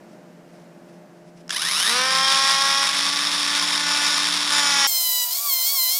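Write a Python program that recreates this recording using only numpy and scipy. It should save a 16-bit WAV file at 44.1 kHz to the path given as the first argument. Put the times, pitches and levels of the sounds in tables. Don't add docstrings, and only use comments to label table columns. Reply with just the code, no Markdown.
import sys
import numpy as np
from scipy import signal
from scipy.fft import rfft, irfft, next_fast_len
from scipy.io import wavfile
from scipy.ndimage import uniform_filter1d

SR = 44100
rng = np.random.default_rng(int(sys.argv[2]) if len(sys.argv) > 2 else 0)


def int16_out(signal):
    q = np.round(np.clip(np.atleast_2d(signal).T, -1, 1) * 32767)
    wavfile.write(sys.argv[1], SR, q.astype(np.int16))


def linear_from_db(decibels):
    return 10 ** (np.asarray(decibels, float) / 20)


N = 264159
T = np.arange(N) / SR

CUT_S = 4.8705
TEETH = 17
FULL_HZ = 288
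PULL_ENDS_S = 1.903

# [from/s, to/s, level/dB, growth/(dB/s), edge/s, press on the disc/0-1]
KNOCKS = [
    (1.908, 2.88, -24.5, -1.5, .12, 0.44),
    (3.968, 4.18, -31, 1, 0.041, 0.47),
    (4.507, 4.896, -29.5, 16, 0.051, 0.93),
]


def unit(x):
    return x / np.sqrt(np.mean(x ** 2) + 1e-20)


def curves(rows):
    s, *columns = np.transpose(rows)
    return [np.interp(T, s, column) for column in columns]


def wobble(rate):
    knots = int(N * rate / SR) + 2
    return np.interp(T * rate, np.arange(knots), rng.standard_normal(knots))


def spell(start, end, edge):
    return np.clip(np.minimum(T - start, end - T) / edge + .5, 0, 1)


def bump(s, spread):
    return np.exp(-((T - s) / spread) ** 2)


def filtered(x, response):
    size = 2 * next_fast_len(N // 2 + 4096)
    return irfft(rfft(x, size) * response(np.fft.rfftfreq(size, 1 / SR)), size)[:N]


def colour(points, pace=1):
    f, db = np.transpose(points)

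    def response(hz):
        gain = linear_from_db(np.interp(np.log(hz + 1), np.log(f * pace), db))
        cepstrum = irfft(np.log(gain + 1e-6))
        cepstrum[1:len(cepstrum) // 2] *= 2
        cepstrum[len(cepstrum) // 2 + 1:] = 0
        return np.exp(rfft(cepstrum))
    return response


def resonances(modes):
    def response(hz):
        total = 0
        for k, (centre, width, db) in enumerate(modes):
            damping = 1j * hz * width
            total = total + (-1) ** k * linear_from_db(db) * damping / (centre * centre - hz * hz + damping)
        return total
    return response


def band(x, lo_hz, hi_hz):
    return unit(filtered(x, lambda hz: 1 / np.sqrt((1 + (lo_hz / (hz + 1)) ** 8) * (1 + (hz / hi_hz) ** 8))))


def shop(pace, line_db):
    # [f/Hz, level/dB per Hz]
    air_colour = [(15, -94), (90, -45), (118, -19.5), (135, -11), (172, -3), (301, -7.5), (394, -13.5),
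                  (604, -9), (1150, -21.5), (1630, -21.5), (3540, -34), (5200, -33.5), (7000, -36),
                  (15000, -46.5)]
    # [f/Hz, rms level/dB]
    fan_lines = [(172.3, -51.5), (344.5, -57), (430.7, -66), (511.4, -72), (608.3, -58.5), (694.4, -67),
                 (769.8, -88), (866.7, -84.5)]
    air = unit(filtered(rng.standard_normal(N), colour(air_colour, pace)))
    hum = 0
    for hz, db in fan_lines:
        phase = 2 * np.pi * hz * pace * T + 0.42 * wobble(9 * pace)
        hum = hum + linear_from_db(db + line_db + 2.14 * wobble(13 * pace)) * np.sin(phase)
    return linear_from_db(-48.5 + 0.95 * wobble(3 * pace)) * air + hum


def rumble():
    bass = colour([(20, 2), (60, -1.5), (110, -8.5), (400, -3), (700, -34)])
    return linear_from_db(-76.5 + 4.8 * wobble(4.5)) * unit(filtered(rng.standard_normal(N), bass))


def sleeve_rustle():
    # [t/s, level/dB, spread/s]
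    rubs = [
        (.12, -64, 0.025),
        (.31, -72, .03),
        (.57, -62.5, 0.056),
        (.93, -64, .05),
        (1.18, -70, 0.045),
        (1.28, -62, 0.02),
        (1.39, -58, 0.023),
    ]
    # [f/Hz, level/dB per Hz]
    cloth = [(1200, -120), (2000, 2), (4200, -4), (5400, 2), (7000, -8), (10500, -8), (12500, -120)]
    rustle = unit(filtered(rng.standard_normal(N) * linear_from_db(3 * wobble(120)), colour(cloth)))
    return rustle * sum(linear_from_db(db) * np.exp(-.5 * ((T - s) / spread) ** 2) for s, db, spread in rubs)


def slider_switch():
    # [t/s, peak level/dB, t60/s]
    snaps = [
        (.897, -52, .006),
        (.965, -53, .006),
        (1.479, -33, 0.0089),
        (1.4939, -19.5, 0.022),
        (1.5034, -19, 0.0075),
        (1.5061, -11, 0.017),
        (1.515, -23, 0.016),
    ]
    # [f/Hz, width/Hz, level/dB]
    shell = [(1700, 490, -2.5), (3260, 350, 0), (5200, 590, -0.5), (7540, 2800, -13), (10400, 1200, -16)]
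    level = 0
    for s, db, t60 in snaps:
        attack = np.clip((T - s) / 0.0016 + 0.67, 0, 1) ** 2
        level = level + attack * linear_from_db(db + 8.0 - 60 * np.abs(T - s) / t60)
    return filtered(rng.standard_normal(N) * level, resonances(shell))


def tightness(turns, tight_db, turn_db, drift):
    luck = np.clip(rng.standard_normal((int(turns[-1]) + 2, 2)), -2, 2)[turns.astype(int)]
    binding = np.cos(2 * np.pi * (turns - .5 + drift * luck[:, 0]))
    return linear_from_db(tight_db * binding + turn_db * luck[:, 1])


def teeth(turns, casing, tight_db, turn_db, tooth_db, surge_db, surge_rate):
    bounces = 2.1
    hit = np.diff(np.floor(turns * TEETH * bounces), prepend=0) > 0
    blows = hit * rng.standard_normal(N) * linear_from_db(tooth_db * np.clip(rng.standard_normal(N), -2, 2))
    blows = blows * tightness(turns, tight_db, turn_db, drift=0.2) * linear_from_db(surge_db * wobble(surge_rate))
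    return filtered(blows, casing)


def knock(turns, orders_db, flutter_db, rate, smear, chatter=0):
    total = 0
    for k, db in enumerate(orders_db):
        level = linear_from_db(db + (flutter_db * min(.2 + k / 14, 1) + 3 * chatter) * wobble(rate))
        blur = (smear * (k / 10) ** 2 + k / 4 * chatter) * wobble(rate * 8) + rng.normal()
        total = total + level * np.cos((k + 1) * 2 * np.pi * turns + blur)
    return total * np.sqrt(2)


def imbalance(turns, speed, extra_db, rate):
    # [shaft f/Hz, level/dB]
    handle = [(40, -79), (130, -65), (190, -54), (236, -41), (257, -47.5), (273, -53), (282, -44),
              (293, -42)]
    hz, db = np.transpose(handle)
    level = linear_from_db(np.interp(speed, hz, db) + extra_db + 0.37 * wobble(rate))
    return level * np.sqrt(2) * np.sin(2 * np.pi * turns + 0.4 * wobble(rate))


def bench(x, share):
    delay_s = .000775 + .000012 * wobble(8)
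    return (x + share * np.interp(T - delay_s, T, x)) / np.sqrt(1 + share ** 2)


def gear_rattle(turns, speed):
    # [f/Hz, width/Hz, level/dB]
    casing = [(883, 700, -9.5), (1114, 270, 0.5), (1795, 505, -3.5), (2340, 520, -3.5), (3617, 510, 0.5),
              (4690, 270, -1), (5300, 317, 1), (7530, 1520, -12), (8590, 780, -9.5), (10280, 900, -13),
              (13200, 1100, -24)]
    pull = spell(0, PULL_ENDS_S + 0.038, 0.092)
    press = sum(spell(s, end, edge) * share for s, end, *_, edge, share in KNOCKS)
    mid_db = -27 + 1.5 * pull + 1 * press
    mid_db = mid_db + 3.5 * bump(2.41, 0.16) - 4.5 * bump(1.98, 0.11)
    dull_db = -31 + 2.5 * pull + 2.5 * press
    bright_db = -36.5 + 7 * pull + 5 * press
    gear = teeth(turns, resonances(casing), tight_db=2.5, turn_db=1.5, tooth_db=3.0, surge_db=0.5, surge_rate=70)
    gear = gear / np.sqrt(np.abs(uniform_filter1d(gear ** 2, SR // 5)) + 1e-20)
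    rattle = linear_from_db(mid_db) * band(gear, 3090, 6360)
    rattle = rattle + linear_from_db(dull_db) * band(gear, 190, 2610)
    rattle = rattle + linear_from_db(bright_db) * bench(band(gear, 8600, 13200), .7 * pull)
    return rattle * (speed / FULL_HZ) ** 0.73 * linear_from_db(0.51 * wobble(12))


def gear_whine(turns, speed):
    # [f/Hz, width/Hz, level/dB]
    head = [(1190, 320, 1.5), (1860, 250, 7), (3030, 220, 4), (3810, 160, 8.5), (5300, 940, 2),
            (6400, 840, -6.5), (8650, 360, -6), (10400, 580, 0), (13600, 650, -17)]
    pace = speed / FULL_HZ
    scatter = pace * (.06 * wobble(300) + .24 * pace * wobble(2500))
    tooth = np.maximum.accumulate(np.floor(turns * TEETH + scatter))
    uneven = linear_from_db(14 * np.clip((pace - .2) / .25, 0, 1) * (tooth % 2) + 1.5 * wobble(1500))
    blows = (np.diff(tooth, prepend=0) > 0) * uneven * tightness(turns, tight_db=6, turn_db=2.0, drift=0.03)
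    ring = filtered(blows, resonances(head))
    ring = filtered(ring, colour([(300, -36), (900, 2.5), (3000, 5), (15000, 6.0)]))
    ring = ring / np.sqrt(np.abs(uniform_filter1d(ring ** 2, SR // 12)) + 1e-12)
    past_pull = T - PULL_ENDS_S
    level_db = -23 + 12 * past_pull - 600 * np.maximum(1.54 - T, 0) - 170 * np.maximum(past_pull, 0)
    return linear_from_db(level_db) * ring


def shaft_knock(turns):
    # [multiple, level/dB]
    rising = [(1, -11), (2, -6.5), (3, -13.5), (4, -5.5), (5, -4), (6, -4), (7, -4), (8, -11), (9, -9.5),
              (10, -11), (11, -7), (12, -9), (13, -7), (14, -11), (15, -16), (16, -6), (17, -13), (18, -13),
              (19, -11), (20, -6), (21, -6), (22, -5), (23, 3), (24, -13)]
    # [multiple, level/dB]
    free = [(1, -26), (2, -13), (3, -7), (4, 1.5), (5, -5), (6, -6.5), (7, -5), (8, -10), (9, -8),
            (10, -22), (11, -21), (12, -6), (13, -21), (14, -31), (15, -23), (16, -29), (17, -27), (18, -6),
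            (19, -4.5), (20, -2), (21, -8.5), (22, -6), (23, -31), (24, -6)]
    # [multiple, level/dB]
    touch = [(1, -12), (2, -13.5), (3, -5), (4, -4.5), (5, 0), (6, -1.5), (7, -7), (8, -8), (9, -7),
             (10, -15), (11, -9), (12, -8), (13, -14), (14, -21), (15, -12), (16, -12), (17, -1), (18, 0.5),
             (19, -1), (20, -5), (21, -10), (22, -17), (23, -19), (24, 5)]
    # [multiple, level/dB]
    biting = [(1, -15), (2, -16.5), (3, -3), (4, -7), (5, -4), (6, -6), (7, -6.5), (8, -8), (9, -9.5),
              (10, -14), (11, -7), (12, -8), (13, -27), (14, -26), (15, -23), (16, -19), (17, -14),
              (18, -3), (19, 2), (20, 0.5), (21, -3), (22, -10), (23, -30), (24, 6)]
    stages_s = [2.0, 2.2, 3.2, 3.6, 4.55, 4.75]
    orders_db = [-120]
    for k, rows in enumerate(list(zip(rising, free, touch, biting))[1:]):
        a, b, c, d = [db for _, db in rows]
        order_db = np.interp(T, stages_s, [a, b, b, c, c, d])
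        if k == 10:
            order_db = order_db + 8 * bump(2.24, .06)
        orders_db.append(order_db - 2.5 * max(k - 18, 0))
    steady = sum(spell(s, end, edge) * linear_from_db(db + grow * (T - s)) for s, end, db, grow, edge, _ in KNOCKS)
    starts_s, settles_s = KNOCKS[0][:2]
    loose_db = np.maximum(-34.5 - 5.5 * np.abs(T - settles_s), -34.5 - 4)
    loose = (T > starts_s) * linear_from_db(loose_db)
    level = np.maximum(steady, loose * linear_from_db(3 * wobble(9))) * linear_from_db(-3)
    return level * knock(turns, orders_db, flutter_db=2.8, rate=20, smear=.5)


def tool():
    # [t/s, f/Hz]
    shaft = [(1.505, 20), (1.54, 45), (1.6, 76.5), (1.7, 124.5), (1.81, 175.5), (1.9, 231), (1.96, 248.5),
             (2.06, 261.5), (2.3, 269), (2.7, 275), (2.9, 276), (2.96, 281.5), (3.3, 289), (3.7, 291.5),
             (4.53, 292.5), (4.87, 276)]
    speed, = curves(shaft)
    turns = np.cumsum(speed * (T > shaft[0][0])) / SR
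    running = np.clip((T - 1.514) / 0.0033, 0, 1)
    hum = imbalance(turns, speed, extra_db=0, rate=14)
    return running * (gear_rattle(turns, speed) + gear_whine(turns, speed) + hum) + shaft_knock(turns)


def gear_rattle_fast(turns, gaining, loss_db):
    # [f/Hz, level/dB per Hz]
    casing = [(710, -42), (1200, -30), (1830, -28), (2730, -20), (3400, -10.5), (4600, -4.5), (5570, -4.5),
              (7000, -5.5), (9500, -6), (11600, -9.5), (12600, 2), (14600, 3.5), (15900, 1)]
    freeing = np.clip(gaining, 0, 1.2)
    dull_db = -27.5 + 2.5 * freeing - loss_db
    bright_db = -28.5 - 4 * freeing - loss_db
    gear = teeth(turns, colour(casing), tight_db=0, turn_db=-0.5, tooth_db=1, surge_db=1.0, surge_rate=200)
    late = T > CUT_S
    rattle = linear_from_db(dull_db) * band(gear * late, 1000, 11500) + linear_from_db(bright_db) * band(gear * late, 10000, 18000)
    return np.sqrt(np.mean(late)) * rattle


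def shaft_knock_fast(turns, loss_db, chatter):
    # [multiple, level/dB]
    first = [(1, -18), (2, -14), (3, -6.5), (4, -1), (5, -4.5), (6, -10), (7, -8.5), (8, -9), (9, -12.5),
             (10, -14.5), (11, -13), (12, -17), (13, -9), (14, -16), (15, -14)]
    # [multiple, level/dB]
    later = [(1, -14), (2, -12), (3, -8), (4, -1), (5, -5.5), (6, -10.5), (7, -7.5), (8, -12), (9, -12),
             (10, -16), (11, -18), (12, -9), (13, -7), (14, -8), (15, -11)]
    orders_db = [-120] + [np.where(T < 5.3, a, b) for (_, a), (_, b) in zip(first[1:], later[1:])]
    level = linear_from_db(-28 - loss_db - 16 * chatter * np.abs(wobble(140)))
    return level * knock(turns, orders_db, flutter_db=5.5, rate=30, smear=.78, chatter=np.clip(chatter, 0, 1))


def tool_fast():
    # [t/s, f/Hz]
    shaft = [(4.875, 1088), (4.92, 1052), (5.11, 998), (5.3, 980), (5.36, 1090), (5.44, 1176), (5.48, 1138),
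             (5.525, 1058), (5.635, 1024), (5.7, 1112), (5.74, 1124), (5.8, 1035), (5.885, 1014),
             (5.96, 1100), (5.99, 1122)]
    # [from/s, to/s, knock loss/dB, chatter/0-1, rattle loss/dB]
    lifts = [
        (5.25, 5.33, 8, .2, 2),
        (5.33, 5.39, 3, .8, 1.5),
        (5.39, 5.445, 9, .8, 3),
        (5.445, 5.49, 4, .15, 0),
        (5.715, 5.75, 3, .1, 0),
        (5.975, 6.05, 4, .2, 0),
    ]
    speed = uniform_filter1d(curves(shaft)[0], int(.025 * SR))
    turns = np.cumsum(speed * (T > CUT_S - .1)) / SR
    gaining = uniform_filter1d(np.gradient(speed) * SR / 1000, SR // 40)
    knock_loss, chatter, rattle_loss = sum(np.outer(row, spell(s, end, 0.017)) for s, end, *row in lifts)
    braking_db = 9.5 * np.clip(-gaining, 0, 1) * (T > lifts[0][0])
    rattle = gear_rattle_fast(turns, gaining, rattle_loss)
    hum = imbalance(turns, speed / 4, braking_db, rate=69)
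    return rattle + shaft_knock_fast(turns, knock_loss, chatter) + hum


def side_hiss():
    # [t/s, from f/Hz, to f/Hz, level/dB]
    bursts = [
        (4.929, 5200, 7700, -29),
        (4.93, 10900, 12500, -36),
        (4.953, 4140, 5300, -39),
        (4.953, 9030, 10400, -36),
        (5.278, 4220, 5300, -42),
        (5.627, 10400, 12420, -36),
        (5.79, 8270, 9780, -35),
        (5.79, 10960, 13300, -31),
        (5.905, 9000, 11000, -35),
    ]
    hiss = rng.standard_normal(N)
    total = 0
    for s, lo, hi, db in bursts:
        window = np.cos(np.pi / 2 * np.clip((T - s) / 0.018, -1, 1))
        part = unit(filtered(hiss, lambda hz: (hz > lo) & (hz < hi)))
        total = total + linear_from_db(db) * window * part
    return total


def limited(x):
    return x / (1 + np.abs(x / .62) ** 6) ** (1 / 6)


def microphone(hz):
    return (hz < 15300) / np.sqrt(1 + (110 / (hz + 1)) ** 8)


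def scene():
    room = shop(1, line_db=3.5)
    normal = filtered(limited(room + sleeve_rustle() + slider_switch() + tool()), microphone)
    fast = filtered(tool_fast() + shop(4, line_db=2.5), lambda hz: hz < 15850)
    before = np.sin(np.pi / 2 * np.clip((CUT_S - T) / .0016, 0, 1)) ** 2
    after = np.clip((T - CUT_S - .001) / 0.0019, 0, 1)
    return np.tile(before * normal + after * fast + rumble(), (2, 1))


def low_pass(x):
    return signal.sosfilt(signal.butter(12, 16700, fs=SR, output="sos"), x)


def record(dry):
    mix = dry + np.outer([1, -1], side_hiss())
    return low_pass(mix)


dry = scene()
out = record(dry)
int16_out(out)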